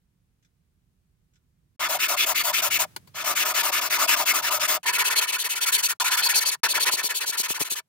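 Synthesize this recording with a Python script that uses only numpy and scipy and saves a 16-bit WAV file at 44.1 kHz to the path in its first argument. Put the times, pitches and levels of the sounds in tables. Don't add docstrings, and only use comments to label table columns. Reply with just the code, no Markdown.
import sys
import numpy as np
from scipy import signal
from scipy.fft import rfft, irfft, next_fast_len
from scipy.io import wavfile
from scipy.ndimage import uniform_filter1d, map_coordinates

SR = 44100
rng = np.random.default_rng(int(sys.argv[2]) if len(sys.argv) > 2 else 0)


def rack_gain(trim_db):
    fader = np.asarray(trim_db, float)
    return 10 ** (fader / 20)


def file_out(sig):
    cols = np.atleast_2d(sig).T
    lim = np.clip(cols, -1, 1)
    pcm = np.round(lim * 32767).astype(np.int16)
    wavfile.write(sys.argv[1], SR, pcm)


N = 347508
TIME = np.arange(N) / SR
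REGRIP = 4.83
# fade begins t/s, silent t/s, sound returns t/s
MUTES = [
    (1.76, 1.765, 1.795),
    (4.80, 4.829, 4.831),
    (5.965, 5.972, 6.0),
    (6.598, 6.605, 6.634),
]
# f/Hz, width/Hz, level/dB
SHEET = [
    [(612, 20, 0), (754, 34, -4.5), (941, 30, 0), (1232, 146, 0.5), (1460, 30, 0.5), (1733, 30, 2), (2172, 72, 1), (2495, 69, -2.5), (2970, 210, -5.5), (3430, 170, 3.5), (4530, 270, -0.5)],
    [(620, 60, -13), (977, 58, 2), (1427.7, 81, -2.5), (1772, 154.4, -2), (2255, 44, -0.5), (2577, 53, -0.5), (3250, 250, -6), (3540, 150, -6), (4470, 235, 1.5)],
]
# f/Hz, width/Hz, level/dB
PIN = [(157, 110, -2.5), (287.5, 95, 1.5), (425, 116, 1.5), (643, 40, 0.5), (940, 290, -2.5)]
# f/Hz, t60/s
ROOM = [(200, 0.27), (2000, 0.078), (12000, 0.05)]


def unit(x):
    return x / np.sqrt(np.mean(x ** 2) + 1e-20)


def along(points, hz):
    f, v = np.transpose(points)
    return np.interp(np.log(hz + 1), np.log(f + 1), v)


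def filtered(x, response):
    m = next_fast_len(N + 8192)
    return irfft(rfft(x, m) * response(np.fft.rfftfreq(m, 1 / SR)), m)[..., :N]


def coloured(noise, colour):
    return unit(filtered(noise, lambda hz: rack_gain(along(colour, hz))))


def modes(table):
    def response(f):
        total = 0
        for k, (centre, width, db) in enumerate(table):
            resonance = 1j * f * width / (centre * centre - f * f + 1j * f * width)
            total = total + (-1) ** k * rack_gain(db) * resonance
        return total
    return response


def even(response):
    def scaled(hz):
        gain = response(hz)
        return gain / np.sqrt(np.mean(np.abs(gain) ** 2))
    return scaled


def impulses(s, sizes):
    at = np.asarray(s)[:, None] * SR
    index = np.floor(at).astype(int) + np.arange(-5, 7)
    kernel = np.sinc(index - at) * np.cos(np.pi * (index - at) / 14) ** 2
    weights = kernel * np.asarray(sizes)[:, None]
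    return np.bincount(np.clip(index, 0, N - 1).ravel(), weights.ravel(), N)


def bursts(events):
    envelope = 0
    for s, db, rise, t60 in events:
        decay = rack_gain(db - 60 * np.abs(TIME - s) / t60)
        envelope = envelope + decay * np.clip((TIME - s) / rise, 0, 1)
    return envelope * rng.standard_normal((2, N))


def reverb(x, decay):
    hz, t, z = signal.stft(rng.standard_normal((2, SR // 3)), SR, nperseg=128)
    tail = signal.istft(z * rack_gain(-60 * t / along(decay, hz)[:, None]), SR, nperseg=128)[1]
    return signal.oaconvolve(x, tail / np.linalg.norm(tail[0]), axes=1)[:, :N]


def hum():
    # t/s, level/dB
    hum_level = [(0, -72.5), (1.77, -70.5), (1.8, -62.5), (2.4, -65), (2.7, -57), (3.3, -60), (3.6, -66),
                 (4.6, -61.5), (5.2, -72), (6.9, -68.5), (7.1, -91), (7.88, -80.5)]
    # f/Hz, level/dB per Hz
    hum_colour = [(20, -72.5), (50, -29.5), (97, -13), (172, -14), (210, -21.5), (500, -38), (780, -72.5),
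                  (1320, -120)]
    # f/Hz, level/dB per Hz
    rumble_colour = [(10, -30), (25, -14), (50, 3), (80, -2), (130, -40), (300, -120)]
    common = rng.standard_normal(N)
    steady = coloured(rng.standard_normal((2, N)) + 1.5 * common, hum_colour)
    steady = steady * rack_gain(np.interp(TIME, *np.transpose(hum_level)))
    wide_shot = TIME < MUTES[0][1]
    rumble = rack_gain(-73) * wide_shot * coloured(rng.standard_normal(N), rumble_colour)
    return (rumble + steady) * rack_gain([[-2.1], [2.1]])


def still_air():
    # t/s, level/dB
    air_level = [
        (0, -80.5),
        (1.77, -80),
        (1.8, -63),
        (2.9, -59.5),
        (3.05, -66.5),
        (4.8, -71.5),
        (5.95, -71),
        (7.88, -82),
    ]
    # f/Hz, level/dB per Hz
    air_colour = [(300, -4), (500, -2), (1500, -4), (5000, -9), (9000, -9), (16000, -11)]
    air = coloured(rng.standard_normal((2, N)), [(150, -64.0)] + air_colour)
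    return air * rack_gain(np.interp(TIME, *np.transpose(air_level)))


def clock():
    # t/s, peak level/dB, rise/s, t60/s
    tick_events = [
        (.425, -67, .002, .07),
        (.446, -66, .002, 0.065),
        (1.334, -68.5, .002, 0.068),
        (1.355, -65, .002, 0.064),
    ]
    # f/Hz, width/Hz, level/dB
    clock_parts = [(1470, 43, -13), (3500, 110, -5), (3980, 40, -15), (5300, 45, -4), (6300, 86, -5),
                   (7770, 34, -7), (11500, 91, -14)]
    impact = lambda hz: 0.14 * (hz > 1200) * (hz < 8500)
    ticks = rack_gain(19.0) * filtered(bursts(tick_events), lambda hz: modes(clock_parts)(hz) + impact(hz))
    return ticks + rack_gain(1) * reverb(ticks, ROOM)


def strokes():
    # push t/s, pull t/s, push level/dB, pull level/dB, push teeth f/Hz
    bout_1 = [
        (1.788, 1.881, -23.5, -24.5, 1745),
        (1.984, 2.076, -22, -23.5, 2363),
        (2.161, 2.255, -20.5, -24, 2544),
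        (2.341, 2.43, -20.0, -23.0, 2459),
        (2.523, 2.614, -20.5, -22.0, 2417),
        (2.697, 2.784, -20.5, -22, 2544),
    ]
    bout_2 = [
        (3.142, 3.237, -32.5, -23, 1676),
        (3.346, 3.444, -23, -23, 2232),
        (3.534, 3.625, -22, -21.5, 1811),
        (3.712, 3.804, -22, -23.5, 1884),
        (3.893, 3.981, -21.5, -21.0, 1882),
        (4.069, 4.158, -19.5, -22.5, 1933),
        (4.248, 4.332, -21, -21, 2047),
        (4.416, 4.501, -23.5, -22.0, 1749),
        (4.59, 4.672, -23.0, -21.0, 1671),
    ]
    bout_3 = [
        (4.801, 4.855, -38, -21, 2165),
        (4.92, 4.978, -23.5, -18.5, 2410),
        (5.036, 5.096, -23, -21, 2471),
        (5.15, 5.206, -20, -21.5, 2979),
        (5.265, 5.317, -25, -23, 2699),
        (5.378, 5.435, -24.5, -22.5, 3036),
        (5.485, 5.548, -25.5, -24.5, 2599),
        (5.602, 5.655, -22, -20, 2840),
        (5.714, 5.773, -18.5, -20.5, 2876),
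        (5.82, 5.881, -21.5, -22, 2759),
    ]
    bout_4 = [
        (5.984, 6.038, -23, -23.5, 1281),
        (6.102, 6.164, -22, -22, 1852),
        (6.221, 6.283, -19.5, -22.5, 3766),
        (6.336, 6.4, -18.0, -25.0, 3783),
        (6.448, 6.508, -20.5, -26.0, 3853),
    ]
    bout_5 = [(6.606, 6.621, -67, -19.5, 3194), (6.68, 6.735, -22.5, -20.5, 3250),
              (6.791, 6.85, -21.0, -20, 3179), (6.905, 6.964, -22.0, -25.5, 3363),
              (7.024, 7.085, -24, -25.5, 3550), (7.138, 7.198, -25.0, -24.5, 3176),
              (7.254, 7.318, -23.5, -27, 3297), (7.366, 7.426, -22, -25.5, 3419),
              (7.478, 7.537, -24.5, -27, 2733), (7.588, 7.64, -24.5, -31.5, 2204),
              (7.693, 7.749, -26.5, -28.5, 3086)]
    # lift t/s, scrape at lift/dB, pull teeth f/Hz, slackening grip/dB per s, pin drone/dB
    bouts = [
        (2.854, -49, 1349, -3.8, -18.5),
        (4.782, -73, 1421, -1, -15),
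        (5.936, -75, 2096, -7.5, -17.5),
        (6.557, -62, 2101, -2.7, -21),
        (7.807, -100, 1952, -6, -14.5),
    ]
    # ring/dB, rasp/dB, sizzle/dB, scrape at the turn/dB, hardest press at share 0-1
    push_mix = [(-3.5, -6.5, -11.5, -20.5, .62), (-5.5, -3.5, -6.5, -13.5, .65),
                (-1, -7.5, -4.5, -18.5, .6), (-3, -6.5, -5, -18.5, .55), (-6, -7, -4, -34, .5)]
    pull_mix = [(-3, -6.5, -0.5, -46, .6), (-5.5, -6.5, -3, -59.5, .5), (-2.5, -8, -7.5, -34, .45),
                (-5.5, -7, -3, -11, .5), (-2, -7, -8, -22, .5)]
    # ring/dB, rasp/dB, sizzle/dB
    faster = [
        (0.098, -1.5, 7.9),
        (2.5, -6.5, 0),
    ]
    usual_teeth_hz = 2200
    sizzle_gains = 0.24
    rows, scrape_db = [], -120
    for cycles, bout, push, pull in zip([bout_1, bout_2, bout_3, bout_4, bout_5], bouts, push_mix, pull_mix):
        lift, lift_db, pull_hz, fade_db, drone = bout
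        per_doubling = np.array(faster[int(lift > REGRIP)])
        for out, back, push_db, pull_db, push_hz in cycles:
            pair = [(out, push_db, push_hz, push), (back, pull_db, pull_hz, pull)]
            for way, (s, db, hz, (ring, rasp, sizzle, turn, hardest)) in enumerate(pair):
                more = np.log2(hz / usual_teeth_hz) * per_doubling
                slack_db = fade_db * (s - cycles[0][0])
                ring_db = db + ring + more[0] + slack_db
                rasp_db = db + rasp + more[1]
                sizzle_db = db + sizzle + more[2] - sizzle_gains * slack_db
                rows.append((s, scrape_db, hardest, rasp_db, sizzle_db, ring_db, hz, drone, way))
                scrape_db = db + turn + slack_db
        scrape_db = lift_db
        rows.append((lift, lift_db, .5, -120, -120, -120, pull_hz, drone, 0))
    idle = rows[-1][1:]
    return np.array([(0.00046, *idle)] + rows + [(N / SR, *idle)])


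def hand():
    rows = strokes()
    turns = rows[:, 0]
    gap = np.clip(np.searchsorted(turns, TIME) - 1, 0, len(turns) - 2)
    span, way = np.diff(turns)[gap], rows[gap, -1].astype(int)
    part = np.clip((TIME - turns[gap]) / span, 0, 1)
    speed_up, slow_down = np.take((.011, .008), way), np.take((.008, .015), way)
    speed = np.tanh(part * span / speed_up) ** 2.8 * np.tanh((1 - part) * span / slow_down) ** 1.8
    bent = part ** (np.log(.5) / np.log(np.clip(rows[gap, 2], .15, .85)))
    touching = rows[gap, 3] > -100
    drag = touching * rack_gain(np.interp(TIME, turns, rows[:, 1]))
    return speed, np.sin(np.pi * bent), drag, rows[gap, 3:-1].T


def teeth(rate_hz, slack, scatter_db):
    passed = np.cumsum(rate_hz) / SR
    chance = rng.standard_normal((30000, 2))
    tooth = np.arange(len(chance))
    rate_at_tooth = np.interp(np.interp(tooth, passed, TIME), TIME, rate_hz)
    loose = slack * (2000 / rate_at_tooth) ** .7
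    spacing = np.clip(1 + loose * chance[:, 0], .15, 3)
    s = np.interp(np.cumsum(spacing), passed, TIME)
    size = rack_gain(scatter_db * chance[:, 1]) * (s < TIME[-1])
    ripple = np.interp(TIME, s, size) * np.sin(2 * np.pi * np.interp(TIME, s, tooth))
    clicks = impulses(s, size) / np.sqrt(rate_hz)
    return unit(ripple), unit(clicks)


def shifting(x, depth_db):
    z = signal.stft(x, nperseg=512)[2]
    field = uniform_filter1d(rng.standard_normal(z.shape[1:]), size=4, axis=0)
    field = uniform_filter1d(field, size=6, axis=1)
    gain_db = depth_db * unit(field) - depth_db ** 2 * np.log(10) / 20
    return signal.istft(z * rack_gain(gain_db), nperseg=512)[1][:, :N]


def ports(pair, lean):
    # f/Hz, coherence 0-1
    alike = [(150, .5), (300, .7), (700, .85), (1400, .7), (2400, .6), (5000, .65), (9000, .8),
             (15000, .55)]
    # f/Hz, phase scatter/rad
    phase_scatter = [(300, .05), (1500, 0.16), (2500, 2.1), (6000, 0.48), (15000, 0.81)]
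    lead = 2.6 / SR
    turn = lambda hz: np.arccos(np.clip(along(alike, hz), 0, 1)) / 2
    mid, side = filtered(pair, lambda hz: np.array([np.cos(turn(hz)), np.sin(turn(hz))]))
    knots = rng.standard_normal(400)

    def left_right(hz):
        scatter = along(phase_scatter, hz) * map_coordinates(knots, [hz / 105], mode="mirror")
        half = rack_gain(along(lean, hz) / 2) * np.exp(.5j * (2 * np.pi * lead * hz + scatter))
        return np.array([half, 1 / half])
    return filtered(np.array([mid + side, mid - side]), left_right)


def filing():
    # f/Hz, level/dB per Hz
    rasp_colour = [
        [(1470, -8), (2500, -1.5), (3470, -4.5), (5600, -5.5), (7260, -9), (11000, -25), (14300, -59)],
        [(1470, -10.5), (2500, 0.5), (4200, 3), (6300, -4.5), (7310, -13.5), (11000, -20), (14300, -33.5)],
    ]
    sizzle_colour = [
        [(6000, -4), (10000, -2.5), (12000, -3.5), (13300, -1), (15400, 2.5), (16000, -23.5), (16400, -53)],
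        [(6000, -5), (10000, -3), (12300, -7), (14900, -11), (15800, -11.5), (16100, -42), (16400, -46)],
    ]
    # f/Hz, left over right level/dB
    lean = [
        [(60, -5), (150, 7.5), (380, -4.5), (950, 2), (2380, 3.5), (5980, 1), (15000, 10)],
        [(60, 8.5), (150, 8.5), (380, -3), (950, 0.5), (2380, 2), (5980, 1), (15000, 4.5)],
    ]
    growth = [
        (.95, 1.4),
        (.95, 1.05),
    ]
    speed, press, drag, (rasp_db, sizzle_db, ring_db, teeth_hz, drone_db) = hand()
    rate_hz = 2050 * (teeth_hz / 1900) ** 1.4 * (.55 + .45 * speed ** .4 * press ** .4)
    both_ports = [teeth(rate_hz, slack=.38, scatter_db=2.5) for port in "LR"]
    ripple, clicks = np.transpose(both_ports, (1, 0, 2))
    swarf = rng.standard_normal((2, N))
    clots = rack_gain(map_coordinates(rng.standard_normal(N // 300), [TIME * 110], mode="mirror"))
    shake = shifting(unit(ripple + .6 * swarf) * clots ** 1.1, depth_db=3)
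    blade = unit(.7 * clicks + .6 * ripple[::-1] + rng.standard_normal((2, N)))
    hiss = shifting(blade * clots ** 1.1, depth_db=2.2)
    sound = 0
    for grip, held in enumerate([TIME < MUTES[1][0], TIME >= REGRIP]):
        rasp_power, sizzle_power = growth[grip]
        damped = np.add(SHEET[grip], [0, 40, 0])
        rasp = even(lambda hz: rack_gain(along([(500, -41.5)] + rasp_colour[grip], hz)))
        sizzle = even(lambda hz: rack_gain(along([(2500, -68.5)] + sizzle_colour[grip], hz)))
        push = held * (rack_gain(ring_db - 6.0) * press ** 0.42 + 0.35 * drag)
        rasp_level = rack_gain(rasp_db - 0.45) * speed ** rasp_power + 0.5 * drag
        sizzle_level = rack_gain(sizzle_db + 2.6) * speed ** sizzle_power + 0.053 * drag
        drone = rack_gain(drone_db) * swarf * clots ** 2.0 * push
        edge = filtered(shake * push, even(modes(damped)))
        edge += filtered(drone, even(modes(PIN[1 + grip:3 + grip])))
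        edge += filtered(held * hiss * rasp_level, rasp)
        edge += filtered(held * hiss * sizzle_level, sizzle)
        sound += ports(edge, lean[grip])
    return sound


def file_taps():
    # t/s, peak level/dB, rise/s, t60/s
    tap_events = [
        (2.962, -22.5, 0.0017, 0.038),
        (3.071, -45.5, 0.005, 0.083),
    ]
    broad = np.add(SHEET[0], [0, 150, 0])
    body = lambda hz: 0.69 * (hz > 300) + 1.2 * modes(PIN)(hz) + 1.224 * modes(broad)(hz)
    return filtered(bursts(tap_events), body) * rack_gain([[1.5], [-1.5]])


def pin_slaps():
    # t/s, peak level/dB
    slap_events = [
        (6.932, -34),
        (7.036, -35),
        (7.288, -39.5),
        (7.394, -33),
        (7.499, -28.5),
        (7.602, -28.5),
        (7.609, -26),
        (7.713, -37.5),
    ]
    s, db = np.transpose(slap_events)
    high_pass = lambda hz: 1j * hz / (90 + 1j * hz)
    slaps = filtered(impulses(s + 0.0049, rack_gain(db + 35)), lambda hz: modes(PIN)(hz) * high_pass(hz))
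    return slaps * rack_gain([[5.5], [-29]])


def scene():
    # f/Hz, t60/s
    near = [(300, .06), (3000, .045), (12000, .03)]
    workshop = hum() + still_air() + clock()
    slaps = pin_slaps()
    bench = filing() + file_taps() + 0.13 * slaps
    echoes = rack_gain(-15) * reverb(bench, near) + rack_gain(-38) * reverb(bench, ROOM)
    return bench + echoes + slaps + workshop


def low_pass(x):
    return signal.sosfilt(signal.butter(12, 16850, fs=SR, output="sos"), x)


def record(dry):
    top_hz = 16450
    fades = [np.interp(TIME, [a, b, c - .001, c], [1, 0, 0, 1]) for a, b, c in MUTES]
    gate = np.prod(fades, axis=0)
    limited = filtered(dry * gate, lambda hz: np.clip((top_hz - hz) / 300, 0, 1))
    return low_pass(limited)


dry = scene()
out = record(dry)
file_out(out)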